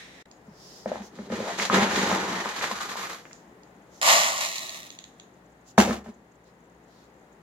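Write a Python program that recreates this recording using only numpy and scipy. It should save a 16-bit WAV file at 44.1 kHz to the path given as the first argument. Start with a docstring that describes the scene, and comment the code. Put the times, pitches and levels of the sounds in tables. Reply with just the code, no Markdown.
"""A scoop digs into dry pellets at the bottom of a tall plastic bin in a small bedroom.
Stick-slip friction among the pellets makes the crunch, and knocks excite the modes of the bin's wall.
The scoop is emptied into a bowl on the right, where a stream of impacts drums and patters,
then drops back into the bin with a boom and a splash of pellets.
A bare footfall, the friction of clothes and a faint hum lie underneath."""
import sys
import numpy as np
from scipy import signal
from scipy.fft import rfft, irfft, next_fast_len
from scipy.io import wavfile

SR = 44100
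rng = np.random.default_rng(int(sys.argv[2]) if len(sys.argv) > 2 else 0)


def bounce(signal):
    """Save signal as a 16-bit WAV file at the path given by the first command-line argument."""
    frames = np.transpose(np.atleast_2d(signal))
    limited = np.clip(frames, -1, 1)
    pcm = np.round(limited * 32767).astype(np.int16)
    wavfile.write(sys.argv[1], SR, pcm)


N = 327222
TIME = np.arange(N) / SR


def amp(db):
    """Decibels to amplitude ratio."""
    return 10 ** (np.asarray(db) / 20)


def rms_one(x):
    """Normalisation to rms 1."""
    return x / np.sqrt(np.mean(x ** 2) + 1e-20)


def add(out, s, sound):
    """Superposition of a short sound at time s."""
    start = int(s * SR)
    out[start:start + len(sound)] += sound[:N - start]


def together(gains):
    """Incoherent sources add in power."""
    return np.sqrt(sum(gain ** 2 for gain in gains))


def gesture(start_s, rise_s, length_s, fall_db_per_s):
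    """Envelope: a linear rise to 1, a hold to the end of the length, then exponential decay."""
    t = TIME - start_s
    return np.clip(t / max(rise_s, 1 / SR), 0, 1) * amp(-fall_db_per_s * np.maximum(t - length_s, 0))


def colour(x, spectrum):
    """Minimum-phase filter through (frequency_hz, gain_db) rows, made causal by folding the cepstrum."""
    size = 8192
    hz, db = np.transpose(spectrum)
    grid = np.maximum(np.fft.rfftfreq(size, 1 / SR), 1)
    cepstrum = irfft(np.log(amp(np.interp(np.log(grid), np.log(hz), db))))
    cepstrum[1:size // 2] *= 2
    cepstrum[size // 2 + 1:] = 0
    response = irfft(np.exp(rfft(cepstrum)))
    return signal.oaconvolve(np.atleast_2d(x), response[None], axes=1)[:, :N].reshape(x.shape)


def butter(x, hz, kind, order=2):
    """Butterworth filter: a maximally flat passband."""
    return signal.sosfilt(signal.butter(order, hz, kind, fs=SR, output="sos"), x + 1e-18)


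def ring(force, hz, t60):
    """Damped oscillator: a unit impulse starts a decaying sine of height 1."""
    r, w = amp(-60 / (t60 * SR)), 2 * np.pi * hz / SR
    return signal.lfilter([0, np.sin(w)], [1, -2 * r * np.cos(w), r * r], force + 1e-18)


def resonator(hz, width_hz):
    """Coefficients of a two-pole band-pass with peak gain 1; damping sets its width."""
    r = np.exp(-np.pi * width_hz / SR)
    return np.array([1, 0, -1]) * (1 - r * r) / 2, [1, -2 * r * np.cos(2 * np.pi * hz / SR), r * r]


def resonance(x, hz, width_hz):
    """Forced response of a resonator of constant pitch."""
    return signal.lfilter(*resonator(hz, width_hz), x)


def glide(x, rows, width_hz):
    """Forced response of a resonator whose pitch follows (time_s, pitch_hz) rows, block by block."""
    size = 256
    s, hz = np.transpose(rows)[:2]
    out, state = np.zeros_like(x), np.zeros((2, 2))
    for i in range(0, N, size):
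        b, a = resonator(np.interp(i / SR, s, hz), width_hz)
        out[:, i:i + size], state = signal.lfilter(b, a, x[:, i:i + size], zi=state)
    return out


def blip(hz, cycles):
    """Contact transient: a sine whose envelope swells to 1 over some cycles, then decays."""
    phase = hz * TIME[:SR // 10]
    return np.sin(2 * np.pi * phase) * phase / cycles * np.exp(1 - phase / cycles)


def grains(per_s, spread_db):
    """Shot noise: random collisions of uneven strength, rms about 1 at any rate."""
    sizes = rms_one(amp(spread_db * np.minimum(rng.exponential(1, N), 4))) * rng.choice([-1, 1], N)
    return sizes * (rng.random(N) < per_s / SR) * np.sqrt(SR / per_s)


def surges(per_s, depth_db):
    """Random amplitude modulation: a gain that wanders around 1."""
    knots = rng.standard_normal(N // 40)
    return rms_one(amp(depth_db * np.interp(TIME * per_s, np.arange(len(knots)), knots)))


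def diffuse(size, crossing_s=0.00036):
    """Diffuse field at two microphones crossing_s apart: coherent in the bass, not in the treble."""
    coherence = np.sinc(2 * np.fft.rfftfreq(size, 1 / SR) * crossing_s)
    mid, side = rfft(rng.standard_normal((2, size)))
    pair = np.sqrt(1 + coherence) * mid + np.sqrt(1 - coherence) * side * [[1], [-1]]
    return irfft(pair / np.sqrt(2), size)


def wash(spectrum):
    """Stationary diffuse noise with a given spectrum, rms 1."""
    return rms_one(colour(diffuse(next_fast_len(N))[:, :N], spectrum))


def bedroom(x, lag_ms, early_db, tail_db, early_t60=0.084, low_hz=260):
    """Room response: direct sound (later on the left), early reflections, then reverberation."""
    room_t60_s, treble_t60_s = 0.32, 0.28
    t = TIME[:SR // 2]
    early, late = diffuse(len(t)), diffuse(len(t))
    dark = butter(late, 3000, "low", order=1)
    tail = (dark * amp(-60 * t / room_t60_s) + (late - dark) * amp(-60 * t / treble_t60_s)) * (t > .008)
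    early = early * amp(-60 * t / early_t60) * (t > .001)
    echoes = (amp(early_db) * rms_one(early) + amp(tail_db) * rms_one(tail)) / np.sqrt(len(t))
    wet = signal.oaconvolve(x[None], butter(echoes, low_hz, "high", order=1), axes=1)[:, :N]
    direct = np.array([np.roll(x, round(lag_ms * SR / 1000)), x])
    return (direct + wet) / np.sqrt(1 + amp(early_db) ** 2 + amp(tail_db) ** 2)


def scatter(clicks, lag_ms, early_db, tail_db, count):
    """Distributed source: clicks are dealt to several places, each with its own reflections; rms 1."""
    place = rng.integers(0, count, N)
    return rms_one(sum(bedroom(clicks * (place == k), lag_ms, early_db, tail_db) for k in range(count)))


def background():
    """Noise floor: diffuse room tone, mains hum, a faint high flicker and a brief opening hiss."""
    # spectra of the room tone and the hiss: frequency_hz, gain_db
    air_spectrum = [(18, -46.5), (30, -17), (48, -17.5), (69, -6.5), (86, -31.5), (108, -13), (178, -5),
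                    (214, -6), (244, -6.5), (413, -7.5), (612, -11), (795, -11.5), (3110, -30),
                    (6830, -37.5), (15800, -43.5)]
    hiss_spectrum = [(710, -42), (1200, -12), (1440, -11), (1870, 0.5), (2940, -11), (3890, -6),
                     (4470, -15), (5730, -12.5), (15800, -38)]
    # their envelopes: time_s, level_db
    air_levels = [(0, -56.5), (.8, -53), (3.6, -53.5), (6.3, -57), (7.1, -55.5)]
    hiss_levels = [(0, -46.5), (.1, -54.5), (.22, -54.5), (.26, -54)]
    # partials of the hum: pitch_hz, relative_db
    partials = [(59.3, -76.5), (118.6, -77), (172, -73.5)]
    air = amp(np.interp(TIME, *np.transpose(air_levels))) * wash(air_spectrum) * amp([[1.2], [-1.2]])
    air = air + resonance(air, 1870, width_hz=380)
    hum = sum(amp(db) * np.sqrt(2) * np.sin(2 * np.pi * (hz * TIME + rng.random())) for hz, db in partials)
    treble = rms_one(butter(diffuse(N), [6300, 7400], "band"))
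    flicker = amp(-75.5) * treble * surges(per_s=140, depth_db=5.5)
    hiss = amp(np.interp(TIME, *np.transpose(hiss_levels), right=-140)) * wash(hiss_spectrum)
    return air + amp(4.5) * hum + hiss + flicker


def person():
    """A soft impact of a bare foot on carpet gives a low thud; friction in clothes gives swishes."""
    # foot contacts: start_s, level_db, pitch_hz
    steps = [(0.481, -38.5, 204), (0.51, -46, 164)]
    # spectrum of rubbing fabric: frequency_hz, gain_db
    cloth_spectrum = [(1650, -31.5), (2800, -5), (5180, 0.5), (7180, -2), (8290, -11.5), (9590, -11.5),
                      (15800, -15)]
    # movements of body and arm: middle_s, half_length_s, level_db, pitch_hz
    swishes = [(0.723, 0.13, -51, 5150), (1.055, 0.032, -53, 6050), (3.314, 0.1, -61, 6800),
               (3.975, 0.048, -57, 6400), (5.694, 0.026, -55.5, 6800), (6.481, .03, -68.5, 3900),
               (6.98, 0.088, -65.5, 3900)]
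    foot = np.zeros(N)
    for s, db, hz in steps:
        add(foot, s, amp(db) * blip(hz, cycles=1.04))
    fabric, clothes = wash(cloth_spectrum), 0
    for s, half_s, db, hz in swishes:
        swell = 1 / (1 + ((TIME - s) / half_s) ** 4)
        swish = rms_one(fabric + amp(3.5) * resonance(fabric, hz, width_hz=900))
        clothes = clothes + amp(db) * swell * swish
    return bedroom(foot, lag_ms=0, early_db=-23, tail_db=-10) + clothes


def heap_response(clicks):
    """Short, hard contacts of pellet on pellet put their energy in the treble."""
    # spectrum of a contact: frequency_hz, gain_db
    heap_spectrum = [(940, -32.5), (1600, -11), (1880, 1), (2150, -7.5), (2420, -4), (3220, -10),
                     (4050, -6), (4720, -12), (6000, -7), (6800, -6.5), (8160, -15.5), (12300, -18.5),
                     (15800, -22.5)]
    return colour(clicks, heap_spectrum)


def single_pellets():
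    """Lone impacts: each pellet ticks and rings in two heavily damped modes."""
    # impacts: start_s, relative_db, pitch_hz
    pellets = [(0.313, -34.5, 5360), (3.33, -29.5, 6000), (3.633, -41, 5240), (4.558, -19.5, 4170),
               (4.582, -17.5, 4340), (4.693, -19.5, 4260), (4.903, -26, 3930), (4.988, -25.5, 3850),
               (5.04, -29, 3870), (5.198, -31, 3800)]
    rings, clicks = np.zeros(N), np.zeros(N)
    for s, db, hz in pellets:
        add(rings, s, amp(db) * (blip(hz, cycles=1.0) + blip(6800, cycles=2.4)))
        add(clicks, s, amp([db]))
    ticks = butter(amp(-3.0) * rings + amp(12.0) * heap_response(clicks), 9100, "low")
    return bedroom(ticks, lag_ms=.23, early_db=4, tail_db=0, early_t60=0.01)


def splash():
    """Dense impacts merge into noise as the dropped scoop throws pellets against the wall."""
    # sprays as the scoop lands, tips over and settles: start_s, length_s, level_db
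    sprays = [(5.776, 0.032, -16), (5.851, 0.092, -34), (6.038, 0.052, -53.5)]
    # spectrum of a spray: frequency_hz, gain_db
    spray_spectrum = [(180, -22), (300, -5.5), (432, 0.5), (469, -12), (554, -4.5), (612, -7), (896, -9.5),
                      (1170, -11.5), (1860, -14), (5380, -21.5), (7010, -18.5), (8270, -27), (15800, -36)]
    rise_s, fall_db_per_s = 0.0079, 316
    impacts = scatter(grains(per_s=4000, spread_db=4.5), lag_ms=.05, early_db=0.5, tail_db=-7.5, count=3)
    level = together(amp(db) * gesture(s, rise_s, length, fall_db_per_s) for s, length, db in sprays)
    return level * rms_one(colour(impacts, spray_spectrum))


def pouring():
    """Falling pellets excite the bowl's resonances, which are muffled as the heap covers the bottom."""
    # slides out of the tipped scoop: start_s, rise_s, length_s, relative_db, fall_db_per_s
    slides = [(4.013, 0.0024, 0.032, -31, 40), (4.033, 0.056, 0.085, -20, 60),
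              (4.399, 0.011, 0.033, -36, 127), (4.544, 0.018, .23, -45, 110.5)]
    # hard strikes on the bare bowl: start_s, above_stream_db
    bowl_hits = [(4.0155, 28), (4.03, 29), (4.052, 22), (4.163, 22), (4.235, 19.5), (4.413, 23)]
    # resonances of the bowl's hollow: pitch_hz, width_hz, gain_db
    bowl_modes = [(620, 50, -15.5), (668, 51, 4.5), (760, 210, 0), (944, 220, 1.5), (1070, 69, 2),
                  (1092, 200, -1)]
    # spectrum of pellets on the bare bowl: frequency_hz, gain_db
    patter_spectrum = [(940, -54.5), (1600, 13.5), (1660, -1.5), (2070, -0.5), (2530, -5), (2900, -2.5),
                       (3510, -7), (4170, -5.5), (5830, -7), (7200, -3.5), (8640, -21), (9240, -13),
                       (12700, -20), (14800, -24.5), (15800, -33)]
    # pellets ringing on the scoop's lip: time_s, pitch_hz
    lip_pitch = [(4.5, 4050), (4.95, 3500)]
    full_flow_db, full_flow_per_s = -20, 5000
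    flow = together(amp(db) * gesture(s, rise, length, fall) for s, rise, length, db, fall in slides)
    forming = np.interp(TIME, [4.01, 4.11], [0.14, 1])   # the pour opens with a few separate pellets
    per_s = full_flow_per_s * (flow / amp(full_flow_db)) ** .75 * forming
    on_heap = np.interp(TIME, [4.4, 4.6], [0, 1])
    clicks = grains(np.maximum(per_s, 250), spread_db=3.5)
    for s, db in bowl_hits:
        add(clicks, s, amp([db]))
    impacts = scatter(clicks, lag_ms=.24, early_db=-5.5, tail_db=-0.5, count=6)
    hollow = sum(amp(db) * resonance(impacts, hz, width) for hz, width, db in bowl_modes)
    drum = amp(-0.5 - 3.5 * on_heap) * rms_one(butter(hollow, [550, 1300], "band", order=4))
    patter = rms_one(colour(impacts, patter_spectrum))
    trickle = rms_one(heap_response(impacts))
    trickle = rms_one(trickle + 1.1 * glide(trickle, lip_pitch, width_hz=400))
    clatter = np.sqrt(1 - on_heap) * patter + np.sqrt(on_heap) * trickle
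    thud = amp(-24.5) * rms_one(resonance(impacts, 200, width_hz=130))   # the bowl's base
    stream = flow * (drum + thud + amp(6.0) * clatter)
    return butter(stream, [1440, 1720], "bandstop")   # direct sound and a near reflection cancel here


def bin_wall(force):
    """Modal superposition: one force drives all the bin's modes, with alternating sign."""
    # modes of the wall and air column: pitch_hz, gain_db, t60_s
    modes = [(70.5, -23, 0.56), (101.9, -15.5, 0.17), (199.3, 2.5, 0.17), (233.6, 0.5, 0.098),
             (371, -3, 0.024), (416, -2, 0.09), (570, -18.5, 0.27), (608, -8, 0.057), (826, -2, 0.04),
             (1000, -14, 0.11), (1300, 1.5, 0.01), (1807, -2.5, 0.049), (2210, -1, 0.014)]
    return sum((-1) ** k * amp(db) * ring(force, hz, t60) for k, (hz, db, t60) in enumerate(modes))


def knocks():
    """Impact excitation: a blow rings the struck spot and the wall; longer contact reaches fewer modes."""
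    # blows on the bin: start_s, spot_relative_db, spot_pitch_hz, wall_relative_db
    blows = [(.859, -14, 617, -34.5), (.917, -12.5, 614, -41), (.957, -21, 840, -41),
             (1.001, -52, 300, -37.5), (1.187, -31, 505, -34.5), (1.301, -24.5, 583, -33.5),
             (1.323, -18, 544, -28), (1.402, -16.5, 570, -33), (1.599, -8.5, 2040, -38),
             (1.699, -6, 1190, -30.5), (1.771, -18, 905, -29), (1.82, -22, 390, -21.5),
             (2.115, -10.5, 900, -31), (2.458, -13.5, 1000, -41), (2.713, -15, 990, -38.5),
             (2.956, -19.5, 905, -53), (5.7798, 0.5, 887, -11), (5.784, -9, 745, -46),
             (5.8004, -12, 1310, -42), (5.876, -16.5, 486, -27), (5.896, -13, 395, -24),
             (5.909, -20.5, 1100, -27.5), (6.061, -34, 787, -42.5), (6.083, -40, 299, -37.5)]
    spots, force, t = np.zeros(N), np.zeros(N), TIME[:SR // 100]
    for s, spot_db, hz, wall_db in blows:
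        add(spots, s, amp(spot_db) * blip(hz, cycles=0.63))
        push = t * np.exp(-2 * np.pi * 3.2 * hz * t)
        add(force, s, amp(wall_db) * push / push.sum())
    struck = amp(-2.0) * spots + amp(2.0) * bin_wall(force)
    return bedroom(struck, lag_ms=.05, early_db=-4.5, tail_db=-5.0)


def snapping():
    """Brittle fracture: a pellet snaps under the scoop and radiates one short pulse."""
    # fractures: start_s, level_db
    snaps = [(1.5995, -31), (2.6123, -11.5), (2.642, -9), (3.016, -25), (3.056, -18.5), (3.037, -22),
             (3.103, -22), (3.254, -28), (3.312, -31.5)]
    pulses = np.zeros(N)
    for s, db in snaps:
        add(pulses, s, amp(db) * blip(1720, cycles=0.31))
    return bedroom(butter(pulses, 7000, "low"), lag_ms=.05, early_db=-2.5, tail_db=-3.5)


def scoop_effort():
    """Envelopes of crunch, wall rumble and rustle: all strokes and shakes summed in power."""
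    # pushes of the scoop, in relative levels: start_s, length_s, crunch_db, rumble_db, rustle_db
    strokes = [(0.858, 0.11, -46, -39.5, -52), (1.115, 0.15, -59, -41.5, -56),
               (1.287, 0.15, -38.5, -33, -43.5), (1.426, 0.13, -37, -42, -41.5),
               (1.571, 0.055, -30.5, -38.5, -31.5), (1.694, 0.14, -21.5, -21, -31),
               (1.855, 0.3, -28, -26, -33), (2.128, 0.28, -33, -33, -40), (2.4, 0.17, -38, -47.5, -43)]
    # short shakes that level the full scoop: start_s, crunch_db
    shakes = [(2.556, -37.5), (2.616, -31), (2.69, -37.5), (2.747, -40.5), (2.798, -36), (2.883, -38),
              (2.96, -39), (3.02, -40), (3.086, -40)]
    rise_share, shake_balance_db = 0.34, [0, -6.5, -2.5]
    pushes = [np.outer(amp(dbs), gesture(s, rise_share * length, length, fall_db_per_s=150))
              for s, length, *dbs in strokes]
    shaking = together(amp(db) * gesture(s, rise_s=0.0098, length_s=0.033, fall_db_per_s=175)
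                       for s, db in shakes)
    return together(pushes + [np.outer(amp(shake_balance_db), shaking)])


def digging():
    """Stick-slip friction: pellets shoved past each other crunch, shake the wall and ring the scoop."""
    # spectra of the shaken wall, the crunch and the fine rustle: frequency_hz, gain_db
    rumble_spectrum = [(24, -53), (40, -30), (54, -3), (97, -11.5), (134, -13.5), (192, 2), (250, -2),
                       (310, -2.5), (374, 5), (497, -5.5), (541, -2.5), (624, -6.5), (783, -30.5),
                       (1200, -14.5), (1560, -18), (2640, -120)]
    crunch_spectrum = [(260, -35.5), (450, 2.5), (502, -2), (540, 3.5), (620, -5.5), (786, 3), (1150, -0.5),
                       (1810, 2), (2680, -9.5), (4000, -20), (5200, -59), (8800, -120)]
    rustle_spectrum = [(1290, -23), (2200, -9.5), (2450, -8), (2660, -11.5), (3890, -3), (5320, -8.5),
                       (6810, -7), (8510, -19), (12500, -25), (14900, -30), (15800, -50)]
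    # lifting the scoop clear of the heap uncovers the rustle's top octave: time_s, gain_db
    lift = [(1.3, -18.5), (2.3, -9), (3.1, 6.5)]
    # the scoop's cavity, higher as it fills and muffled while buried: time_s, pitch_hz, relative_db
    cavity = [(1.3, 345, -6), (1.45, 513, 0.5), (1.51, 700, 1), (1.57, 800, -57), (2.13, 815, -6),
              (2.55, 1020, -16), (2.8, 1074, -2), (3.16, 1110, -7)]
    crunch, rumble, rustle = scoop_effort()
    fine_slips = grains(per_s=1700, spread_db=1.5) * surges(per_s=70, depth_db=1.4)
    coarse_slips = amp(-3.5) * grains(per_s=60, spread_db=3.5)
    slips = scatter(fine_slips + coarse_slips, lag_ms=.05, early_db=1.0, tail_db=-1.0, count=6)
    jolts = grains(per_s=1800, spread_db=6.0)
    wall = amp(-15.0) * rms_one(bin_wall(jolts)) + amp(-2.5) * rms_one(colour(jolts, rumble_spectrum))
    body = butter(rumble * wall, 77, "high", order=4)
    fine = rms_one(colour(slips, rustle_spectrum))
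    fine = fine + amp(np.interp(TIME, *np.transpose(lift))) * resonance(fine, 13300, width_hz=3800)
    grit = amp(0.5) * crunch * rms_one(colour(slips, crunch_spectrum)) + amp(1.5) * rustle * fine
    s, _, ring_db = np.transpose(cavity)
    ringing = rms_one(glide(glide(slips, cavity, width_hz=370), cavity, width_hz=510))
    hollow = crunch * amp(np.interp(TIME, s, ring_db)) * ringing
    return grit + hollow + bedroom(body, lag_ms=.05, early_db=-3, tail_db=-13.5, low_hz=436)


def scene():
    """Linear superposition of all the sources in the room."""
    in_bin = digging() + snapping() + knocks() + splash()
    return in_bin + pouring() + single_pellets() + person() + background()


def record(dry):
    """Band-limited stereo pickup: the level dips briefly near the start and peaks are clipped."""
    # the left microphone is fuller in the middle, the right one brighter
    lean = 0.3 * resonance(dry, 760, width_hz=450) - .11 * butter(dry, 1700, "high", order=1)
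    heard = butter(dry + lean * [[1], [-1]], 46.0, "high")
    dropout = amp(np.interp(TIME, [.224, .231, .252, .257], [2.0, -25, -34, 0]))
    steep_lowpass = signal.ellip(10, .1, 90, 15850, fs=SR, output="sos")
    return signal.sosfilt(steep_lowpass, np.clip(heard * dropout, -1, 1))


dry = scene()
out = record(dry)
bounce(out)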